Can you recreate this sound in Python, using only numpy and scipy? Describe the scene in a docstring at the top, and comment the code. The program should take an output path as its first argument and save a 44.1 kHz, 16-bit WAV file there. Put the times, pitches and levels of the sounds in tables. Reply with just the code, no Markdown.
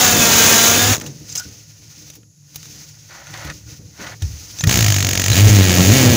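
"""First a cordless drill at full speed, hissing, whining and drumming a sheet-metal trailer wall,
then braked; a gloved hand shifts a riveted steel strap while the bit scrapes and taps over a low hum,
and a slow run follows in trigger steps. Rotation gives periodic knocks, whine lines and steady noise;
friction and impacts are random or decaying forces; resonators give bit, strap, housing and wall their modes."""
import sys
import numpy as np
from scipy import signal
from scipy.fft import rfft, irfft
from scipy.io import wavfile
from scipy.ndimage import uniform_filter1d

SR = 44100
rng = np.random.default_rng(int(sys.argv[2]) if len(sys.argv) > 2 else 0)


def invert_db(level):
    """Linear amplitude ratio for a level in decibels (20 dB per decade), elementwise."""
    return 10 ** (np.asarray(level, dtype=float) / 20)


def to_wav(sig):
    """Store sig (one row per channel, or 1-D mono) as 16-bit WAV at the path in sys.argv[1].

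    Samples outside -1..1 are clipped; the rate is SR.
    """
    pcm = np.clip(np.atleast_2d(sig), -1, 1) * 32767
    pcm = np.round(pcm).astype(np.int16)
    wavfile.write(sys.argv[1], SR, pcm.T)  # frames by channels


N = 271656
T = np.arange(N) / SR


def columns(table):
    """Piecewise-linear envelopes: returns a gate for the table's time span and its interpolated columns."""
    s, *cols = np.transpose(table)
    edge = np.minimum(T - s[0], s[-1] - T) / .004
    # a sound already running at time 0, or still running at the end, has no fade there
    running = (s[0] <= 0) * (T < .1) + (T > 6)
    on = np.clip(edge + running, 0, 1)
    return on, [np.interp(T, s, c) for c in cols]


def unit(x, on=1.):
    """Power normalisation: scales to rms 1 over the gate `on`."""
    return x / np.sqrt(np.sum((x * on) ** 2) / np.sum(on + 0 * x) + 1e-18)


def colour(x, points):
    """Minimum-phase filtering: the folded cepstrum makes a causal filter of a (Hz, dB) spectrum."""
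    hz, db = np.transpose(points)
    grid_hz = np.linspace(1, SR / 2, 1025)
    log_gain = np.interp(np.log(grid_hz), np.log(hz), db) * np.log(10) / 20
    cepstrum = irfft(log_gain)
    cepstrum[1:1024] *= 2
    cepstrum[1025:] = 0
    impulse = irfft(np.exp(rfft(cepstrum)))[:1024]
    return signal.fftconvolve(x, impulse)[:N]


def ring(x, modes):
    """Modal superposition: a sum of damped resonances (Hz, width Hz, dB)."""
    total = 0
    for hz, width, db in modes:
        b, a = signal.iirpeak(hz, hz / max(width, 4), fs=SR)
        total = total + invert_db(db) * signal.lfilter(b, a, x)
    return total


def walk(rate):
    """Low-passed randomness: levels held 1 / rate s, slewed by two averages; spread near 1."""
    k = int(SR / rate)
    held = np.repeat(rng.standard_normal(N // k + 1), k)
    return 1.21 * uniform_filter1d(uniform_filter1d(held, k), k)[:N]


def noise():
    """White noise: equal mean power at every frequency."""
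    return rng.standard_normal(N)


def blend(knock, steady, share):
    """Power addition of a once-a-turn part and a steady part."""
    share = np.clip(share, 0, 1)
    return np.sqrt(share) * knock + np.sqrt(1 - share) * steady


def slides(rows, edge_s):
    """Contact envelope: sets in and lets go around edge_s, its level gliding in between."""
    total = 0
    for s, length, first_db, last_db in rows:
        level = invert_db(np.interp(T, [s, s + length], [first_db, last_db]))
        edge = np.minimum(T - s, s + length - T) / edge_s
        total = total + level * np.clip(edge + .5, 0, 1) ** 2
    return total


def rubbed(rows, modes, edge_s):
    """Random excitation of resonators: gritty noise keeps a few modes ringing."""
    grit = noise() * invert_db(6.3 * walk(150))
    return slides(rows, edge_s) * unit(ring(ring(grit, modes), modes))


# faint steady hiss: (frequency [Hz], relative density [dB])
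HISS_FLOOR = [(350, -47), (600, -20), (3080, -26), (3340, -17), (5330, -1.5), (6730, 11), (8390, -18),
              (10600, -4), (12500, -10), (13000, -26), (16000, -21)]


def hiss_floor():
    """Stationary broadband noise shaped by one spectrum."""
    return invert_db(-56) * unit(colour(noise(), HISS_FLOOR))


# wall modes of the low hum, the thump and the flexing: (frequency [Hz], width [Hz], level [dB])
THRUM = [(110.2, 16, 2), (144.1, 16.5, 2)]
THUMP = [(55, 25, -32), (76, 43, 23)]
FLEX = [(197, 126, 4), (297.4, 26, 3), (402, 61, -5.5), (472, 33, -5.5)]
# the hand bumps the wall: (time [s], thump [dB], hum [dB], flexing [dB])
WALL = [(1.02, -55, -32, -29.5), (1.08, -52, -34, -46), (1.2, -48, -55, -44), (1.45, -49, -40, -42),
        (1.79, -54, -47, -56), (1.97, -60, -56, -50), (2.16, -58, -60, -46), (2.51, -52, -60, -68),
        (2.66, -52, -53, -50), (3.3, -57, -41, -52), (3.446, -26.5, -30, -37.5), (3.661, -43, -39, -48.5),
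        (3.79, -36.5, -32.5, -42.5), (3.99, -42, -39, -34), (4.218, -17.5, -29, -62),
        (4.633, -38, -13, -27)]


def stirred_wall(hand):
    """Modal response of a panel: the hand and its bumps drive thump and flexing over a wavering hum."""
    attack_s, fade_s = 0.0046, 0.064
    hum = invert_db(-46.5 + 1.5 * walk(12))
    gains = [invert_db(-12.5) * hand, hum, invert_db(-14.5) * hand]
    for s, *levels_db in WALL:
        age = np.maximum(T - s, 0)
        bump = (1 - np.exp(-age / attack_s)) * np.exp(-age / fade_s)
        gains = [gain + invert_db(db) * bump for gain, db in zip(gains, levels_db)]
    total = 0
    for gain, modes in zip(gains, (THUMP, THRUM, FLEX)):
        total = total + gain * unit(ring(ring(noise(), modes), modes))
    return total


# glove rustle spectrum: (frequency [Hz], relative density [dB])
RUSTLE = [(880, -23), (1500, -19), (1640, -15), (2510, -7), (3410, -9), (6370, 4), (8400, -17.5),
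          (9850, -13), (13500, -22), (14900, -5), (16000, -23)]


def glove_rustle(hand):
    """Random micro-contacts: fluctuating coloured noise follows the hand's motion."""
    return hand * unit(colour(noise() * invert_db(1.5 * walk(60)), RUSTLE))


# the bit tip scrapes along the strap: (start [s], length [s], first level [dB], last level [dB])
DRAG = [(1.005, 0.095, -40, -52), (1.345, 0.073, -49, -48), (3.095, 0.25, -39.5, -45),
        (3.33, 0.193, -38.5, -34.5), (3.66, 0.09, -65, -67), (3.93, 0.064, -60, -45),
        (3.99, 0.16, -33.5, -39)]
# scrape spectrum: (frequency [Hz], relative density [dB])
SCRAPE = [(210, -23), (350, 1), (433, -27), (525, 1), (1060, 1), (1760, 2.5), (4500, -8.5), (5850, -37),
          (9900, -120)]
# strap modes: (frequency [Hz], width [Hz], level [dB])
STRAP = [(550, 23, -42), (1262, 21, -20.5), (1422, 67, -17.5), (1723, 110, -18.5), (1880, 47, -21.5),
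         (2470, 45, -21)]


def strap_scrape(hand):
    """Friction over a rough surface: grit noise is heard directly and through the strap's modes."""
    drag = noise() * invert_db(2.0 * walk(120))
    scrape = unit(unit(colour(drag, SCRAPE)) + invert_db(-4.5) * unit(ring(drag, STRAP)))
    return (invert_db(-15.5) * hand + slides(DRAG, .025)) * scrape


# glove rustle between the runs: (time [s], level [dB])
HANDLING = [(.96, -34), (1, -43), (1.07, -41.5), (1.23, -44), (1.29, -37), (1.45, -38), (1.69, -47),
            (2.08, -41), (2.16, -48), (2.2, -58), (2.3, -64), (2.45, -54.5), (2.56, -42), (2.81, -37.5),
            (2.94, -45.5), (3.14, -43.5), (3.41, -39), (3.57, -41.5), (3.64, -47), (3.73, -36.5),
            (3.8, -49.5), (3.97, -45.5), (4.02, -36), (4.13, -40.5), (4.18, -47), (4.23, -38.5), (4.4, -37),
            (4.68, -34)]


def handling():
    """Common excitation: one moving hand stirs glove, strap grit and wall together."""
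    on, (rustle_db,) = columns(HANDLING)
    hand = invert_db(rustle_db)
    return on * (glove_rustle(hand) + strap_scrape(hand) + stirred_wall(hand))


# the strap rings as the bit lets go: (start [s], length [s], first level [dB], last level [dB])
PING = [(1.379, 0.09, -27.5, -56)]


def strap_ping():
    """A single damped mode, its level gliding down."""
    return rubbed(PING, [(1480, 130, 0)], .01)


# the bit squeaks out of its hole: (start [s], length [s], first level [dB], last level [dB])
WITHDRAW = [(1.255, 0.075, -46.5, -30.5), (1.352, 0.0595, -16.5, -27.5)]
# bit modes: (frequency [Hz], width [Hz], level [dB])
BIT = [(3800, 61, -9), (5150, 210, -2.5), (5830, 250, -7), (6360, 440, -3.5), (7140, 580, -8)]


def withdraw_squeak():
    """Friction-driven resonance of the bit in its hole."""
    return rubbed(WITHDRAW, BIT, 0.0034)


# the housing sings during the slow run: (start [s], length [s], first level [dB], last level [dB])
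HOUSING_SONG = [(5.285, .145, -21.5, -29), (5.55, 0.088, -25, -24)]


def housing_song():
    """Randomly driven resonance: one broad housing mode sings at about 4 kHz."""
    return rubbed(HOUSING_SONG, [(3960, 310, 0)], 0.03)


# taps: (time [s], relative level [dB], treble re level [dB], strap drive re level [dB], fade [s])
TAPS = [(1.012, -19, -19, 4, 0.0045), (1.0626, -24, -18, -11, 0.013), (1.3536, -20.5, -10, -33, 0.01),
        (1.366, -24, -10, -22, .0056), (1.3835, -32, -2, -26, .006), (1.3974, -23.5, -9, -24, 0.0057),
        (2.1, -25, -17, -38.5, .004), (2.135, -38, -14, -23.5, .0095), (2.153, -36, -10, -21, .01),
        (2.2317, -49, -28, 19.5, .003), (2.5448, -36, -10, -5, .006), (2.5582, -21.5, -7.5, -30, 0.0052),
        (2.6292, -24.5, -22, -15, 0.0029), (2.655, -30, -20, -13, .0053), (3.269, -32, -28, 14, .0054),
        (3.3387, -27.5, -30, 15, .0055), (3.374, -30, -19, 8, .0065), (3.4476, -27.5, -13, 6, .0055),
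        (3.474, -31, -25, 11, .0046), (3.4991, -25.5, -26, 18, 0.007), (4.066, -31, -29, 22, .008),
        (4.221, -20.5, -19, 3, .0065), (4.587, -21, -25, -8, 0.0048), (4.6084, -10.5, -26, 5, 0.0027),
        (4.6381, -8, -16.5, 11, 0.0043)]
# tap spectrum: (frequency [Hz], relative density [dB])
TAP = [(290, -23), (500, -8), (1090, -11), (1520, -13.5), (2670, -6.5), (3860, -2.5), (4270, -7),
       (5010, -4.5), (6250, 3), (9500, -22), (12400, -78), (20900, -120)]
# wall panel modes, boom and drumming: (frequency [Hz], width [Hz], level [dB])
BOOM = [(84.5, 7.1, -21), (102.4, 10, 2), (115.8, 9.4, -9.5)]
DRUM = [(147.8, 9, -1), (185.5, 130, 0), (245.3, 22, -14.5), (282.2, 11, -7.5), (328, 12, -38),
        (475, 200, -14)]


def taps():
    """Impact excitation: decaying contacts give a crack, a treble spit, strap and bit rings and a wall thud."""
    crack, spit, strap, thud = np.zeros((4, N))
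    for s, db, treble_db, ring_db, fade_s in TAPS:
        i = int(s * SR)
        fall = invert_db(db) * np.exp(-T[:N - i] / max(fade_s, .001))
        crack[i:] += fall
        spit[i:] += invert_db(treble_db) * fall
        strap[i:] += invert_db(ring_db) * fall
        thud[i:] += invert_db(-26) * fall
    grain = noise()
    grain[(np.array(TAPS)[:, 0] * SR).astype(int) + 1] = 2.0  # a firm first touch
    high = [(8000, -46), (10000, -2), (13000, -12), (15000, 5), (16000, -13)]  # (Hz, dB)
    direct = colour(grain * crack, TAP) * 1.82 + colour(grain * spit, high) * 4.0
    metal = ring(grain * crack, BIT) * 0.18 + ring(grain * strap, STRAP) * 8
    return direct + metal + ring(thud, BOOM + DRUM) * 8


# trigger switch squeal as the motor takes up: (time [s], frequency [Hz], level [dB])
SQUEAL = [(4.588, 6030, -56), (4.596, 6000, -14), (4.606, 6580, -21), (4.62, 7100, -28), (4.634, 7000, -28),
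          (4.64, 7000, -55)]


def squeal():
    """Frequency modulation: integrated frequency gives a mostly rising whistle with its octave."""
    on, (hz, db) = columns(SQUEAL)
    phase = 2 * np.pi * np.cumsum(hz) / SR
    tone = np.sin(phase) + invert_db(-21) * np.sin(2 * phase)
    return on * invert_db(db + 3.7 * walk(190)) * tone


def wall_drumming(push, shove, boom_db, drum_db, on):
    """Forced panel vibration: once-a-turn pushes and random chatter drive the wall's modes."""
    chatter = noise() * invert_db(2.8 * walk(11))
    share = np.minimum(shove, .86)  # some chatter always remains
    wall = 0
    for db, modes in ((boom_db, BOOM), (drum_db, DRUM)):
        turned = unit(ring(push, modes), on)
        steady = unit(ring(chatter, modes), on)
        wall = wall + invert_db(db) * blend(turned, steady, share)
    # the big panel only speaks low
    return signal.sosfilt(signal.butter(2, 750, fs=SR, output="sos"), wall)


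# gear hiss and its treble sizzle: (frequency [Hz], relative density [dB])
HISS = [(2060, -25.5), (3500, -5.5), (3730, -7.5), (4570, -12), (5550, -1), (5820, 0), (6600, 4), (7170, 0),
        (8500, -26.5), (11000, -42), (18700, -120)]
SIZZLE = [(4410, -44.5), (7500, -4.5), (8200, -9), (9730, -7), (12200, -10), (13600, -13), (14900, 2.5),
          (15600, -1.5), (16000, -27)]


def gear_noise(burst, grit, knock, sizzle_db, on):
    """Amplitude-modulated noise: gears and bit hiss in bursts once a turn and in random grit."""
    hiss = unit(colour(noise() * blend(burst, grit, 0.75 * knock), HISS), on)
    sizzle = unit(colour(noise() * blend(burst, grit, 1.06 * knock), SIZZLE), on)
    return hiss + invert_db(sizzle_db) * sizzle


def housing_rattle(blow, burst, grit, knock, repeats, spectrum, on):
    """Periodic and random excitation: repeated flaw strikes, noisy bursts and grit share one spectrum."""
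    # the same flaw strikes on every turn, so part of each knock repeats the one before
    flaw = noise()[:800] * np.exp(-T[:800] / 0.0046)
    repeat = unit(signal.fftconvolve(blow, flaw)[:N], on)
    knocks = blend(repeat, unit(noise() * burst, on), repeats)
    return unit(colour(blend(knocks, noise() * grit, knock), spectrum), on)


# housing modes: (frequency [Hz], width [Hz], level [dB])
HOUSING = [(1600, 71, 2.5), (1920, 220, 7.5), (2450, 360, 4), (2806, 200, 6), (3100, 100, -21),
           (3270, 170, -5), (4060, 160, -8), (4420, 150, -10.5), (4800, 210, 1)]


def housing_ring(blow, knock, on):
    """Impulse response of the housing, set off again by every turn."""
    return np.sqrt(np.clip(knock, 0, 1)) * unit(ring(blow, HOUSING), on)


# whine lines: (multiple of the turn rate [1], relative level [dB])
WHINE = [(0.964, -15), (2, -8.5), (2.994, 2.5), (5.99, -0.5), (6.88, 0), (10, -31), (10.95, 1), (12.96, 1),
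         (14.26, -5.5), (15.03, 0), (17.2, -1), (17.5, -11), (21.34, -2), (22, -4.5), (19.46, 0.5),
         (23.8, -20), (24.9, -6.5), (25.8, -3), (26.8, -5.5), (28.2, -14), (30, -15.5), (29.3, -1.5)]


def gear_whine(turns):
    """Order spectrum: each line is locked to rotation, and phase ripple blurs the higher lines."""
    wobble = .17 * walk(60)  # rad per multiple of the turn rate
    total = 0
    for k, db in WHINE:
        total = total + invert_db(db + 4 * walk(28)) * np.sin(2 * np.pi * k * turns + k * wobble)
    return total


# the cutting edge grabs and the wall drums harder: (time [s], extra drumming [dB], extra motor [dB])
GRABS = [(4.785, 12, 0), (5.388, 7.5, 3.5), (5.475, 4, 2), (5.594, 10, -1), (5.705, 5, 0.5), (5.8, 11, 1),
         (5.94, 3, 0.5), (6.05, 3, 1)]


def drill(speed, run, rattle, lead, whine_db, sizzle_db, shell_db, repeats, rattle_db):
    """Rotating-machine excitation: each turn knocks the housing and shoves the wall, amid steady noise."""
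    on, (motor_db, boom_db, drum_db) = columns(run)
    rate = np.interp(T, *np.transpose(speed))  # turns per second
    octaves = np.log2(rate / 100)
    # once-a-turn shares of rattle and wall push: faster turns blur into noise
    knock = .75 - 0.14 * octaves
    shove = .76 - .48 * octaves
    for s, extra_drum_db, extra_motor_db in GRABS:
        grab = np.exp(-((T - s) / 0.03) ** 2)
        drum_db = drum_db + extra_drum_db * grab
        motor_db = motor_db + extra_motor_db * grab
    rattle_db = motor_db + rattle_db + 2.5 * octaves  # faster turns rattle more

    turns = np.cumsum(rate * (T >= speed[0][0])) / SR + lead
    size = invert_db(1.0 * rng.standard_normal(N // 100))[turns.astype(int)]  # each turn its own strength
    since = turns % 1 / rate  # s since the turn began
    burst = size * np.exp(-since / 0.0016) * (1 - np.exp(-since / 0.00098)) / np.sqrt(0.0011 * rate)
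    blow = size * (np.diff(np.floor(turns), prepend=0) > 0) / np.sqrt(rate)
    push = size * np.exp(-since / 0.0012)
    grit = invert_db(1.2 * walk(25) + 2.0 * walk(300))  # chips breaking under the bit

    wall = wall_drumming(push, shove, boom_db, drum_db, on)
    gears = gear_noise(burst, grit, knock, sizzle_db, on)
    housing = housing_rattle(blow, burst, grit, knock, repeats, rattle, on)
    shell = invert_db(shell_db) * housing_ring(blow, knock, on)
    whine = invert_db(whine_db) * gear_whine(turns)
    return on * (invert_db(motor_db) * gears + invert_db(rattle_db) * (housing + shell + whine) + wall)


# slow start in trigger steps: (time [s], armature speed [turns/s])
SPEED_SLOW = [(4.674, 39.9), (4.7, 56.27), (4.73, 69.9), (4.78, 58.62), (4.85, 52.22), (4.95, 48.48),
              (5.2, 45.95), (5.28, 47.59), (5.32, 68.51), (5.37, 96.44), (5.46, 111.06), (5.6, 95.69),
              (5.75, 88.61), (5.86, 93.33), (5.91, 108), (5.955, 135), (6.05, 124.65), (6.16, 118.28)]
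# slow run: (time [s], motor level [dB], wall boom [dB], wall drumming [dB])
RUN_SLOW = [(4.662, -67, -18, -31), (4.673, -17.5, 2.5, -43), (4.71, -16, -16.5, -19),
            (4.79, -18, -6.5, -30), (4.85, -18, -11, -38), (5.02, -20, -14, -26), (5.26, -19.5, -18.5, -24),
            (5.31, -20, -8, -25.5), (5.38, -19.5, -13, -23.5), (5.5, -19.5, -3, -16.5),
            (5.6, -18, -12.5, -19), (5.82, -18.5, -17, -17.5), (5.9, -17, -5.5, -10),
            (5.95, -17, -13, -11.5), (6.16, -18.5, -11, -10.5)]
# slow rattle spectrum: (frequency [Hz], relative density [dB])
RATTLE_SLOW = [(240, -26.5), (400, -25), (515, -4.5), (591, -23), (650, -2), (1070, -11), (1760, -2),
               (1970, -0.5), (3080, -6.5), (5000, -2.5), (6500, -64), (11000, -120)]


def slow_run():
    """Low-speed rotation: separate knocks with a strong housing ring."""
    return drill(SPEED_SLOW, RUN_SLOW, RATTLE_SLOW, lead=0.0781, whine_db=-22.5, sizzle_db=-5,
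                 shell_db=-1.5, repeats=0.5, rattle_db=-1.37)


# fast run braked down: (time [s], armature speed [turns/s])
SPEED_FAST = [(0, 250), (.15, 238.5), (.3, 229.5), (.44, 227), (.6, 229.5), (.8, 237), (.925, 256),
              (.95, 120), (.98, 55), (1.09, 35)]
# fast run: (time [s], motor level [dB], wall boom [dB], wall drumming [dB])
RUN_FAST = [(0.0, -13.5, -35, -18.5), (0.03, -11, -27, -16.5), (0.12, -14.5, -23, -21),
            (0.48, -10, -29.5, -17.5), (0.8, -14, -28, -22.5), (0.916, -15, -10.5, -19),
            (0.946, -17, -30, -57), (0.98, -33, -55, -25), (1.09, -46, -52, -46)]
# fast rattle spectrum: (frequency [Hz], relative density [dB])
RATTLE_FAST = [(240, -23.5), (400, -5.5), (623, -9.5), (693, -8), (1020, -9), (1610, -7.5), (2150, -8.5),
               (5000, -12), (6500, -31), (11000, -120)]


def fast_run():
    """High-speed rotation: the housing ring and the repeating flaw sink into the noise."""
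    return drill(SPEED_FAST, RUN_FAST, RATTLE_FAST, lead=0., whine_db=-12.5, sizzle_db=-4.5,
                 shell_db=-13, repeats=.25, rattle_db=-5.5)


def scene():
    """Linear superposition at one microphone, the same in both channels."""
    contacts = handling() + strap_ping() + withdraw_squeak() + taps()
    runs = housing_song() + slow_run() + fast_run()
    mono = hiss_floor() + contacts + squeal() + runs
    return np.array([mono, mono])


def top_cut(x):
    """Nothing passes above the cut-off."""
    return signal.sosfilt(signal.butter(12, 16870, fs=SR, output="sos"), x)


def record(dry):
    """Band limiting and saturation: the phone drops deep bass, rounds loud peaks and cuts the top."""
    x = signal.sosfilt(signal.butter(2, 45, "high", fs=SR, output="sos"), dry)
    rounded = np.tanh(0.9 * x) / 1.081
    mix = signal.sosfilt(signal.ellip(8, .2, 60, 15600, fs=SR, output="sos"), rounded)
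    return top_cut(mix)


dry = scene()
out = record(dry)
to_wav(out)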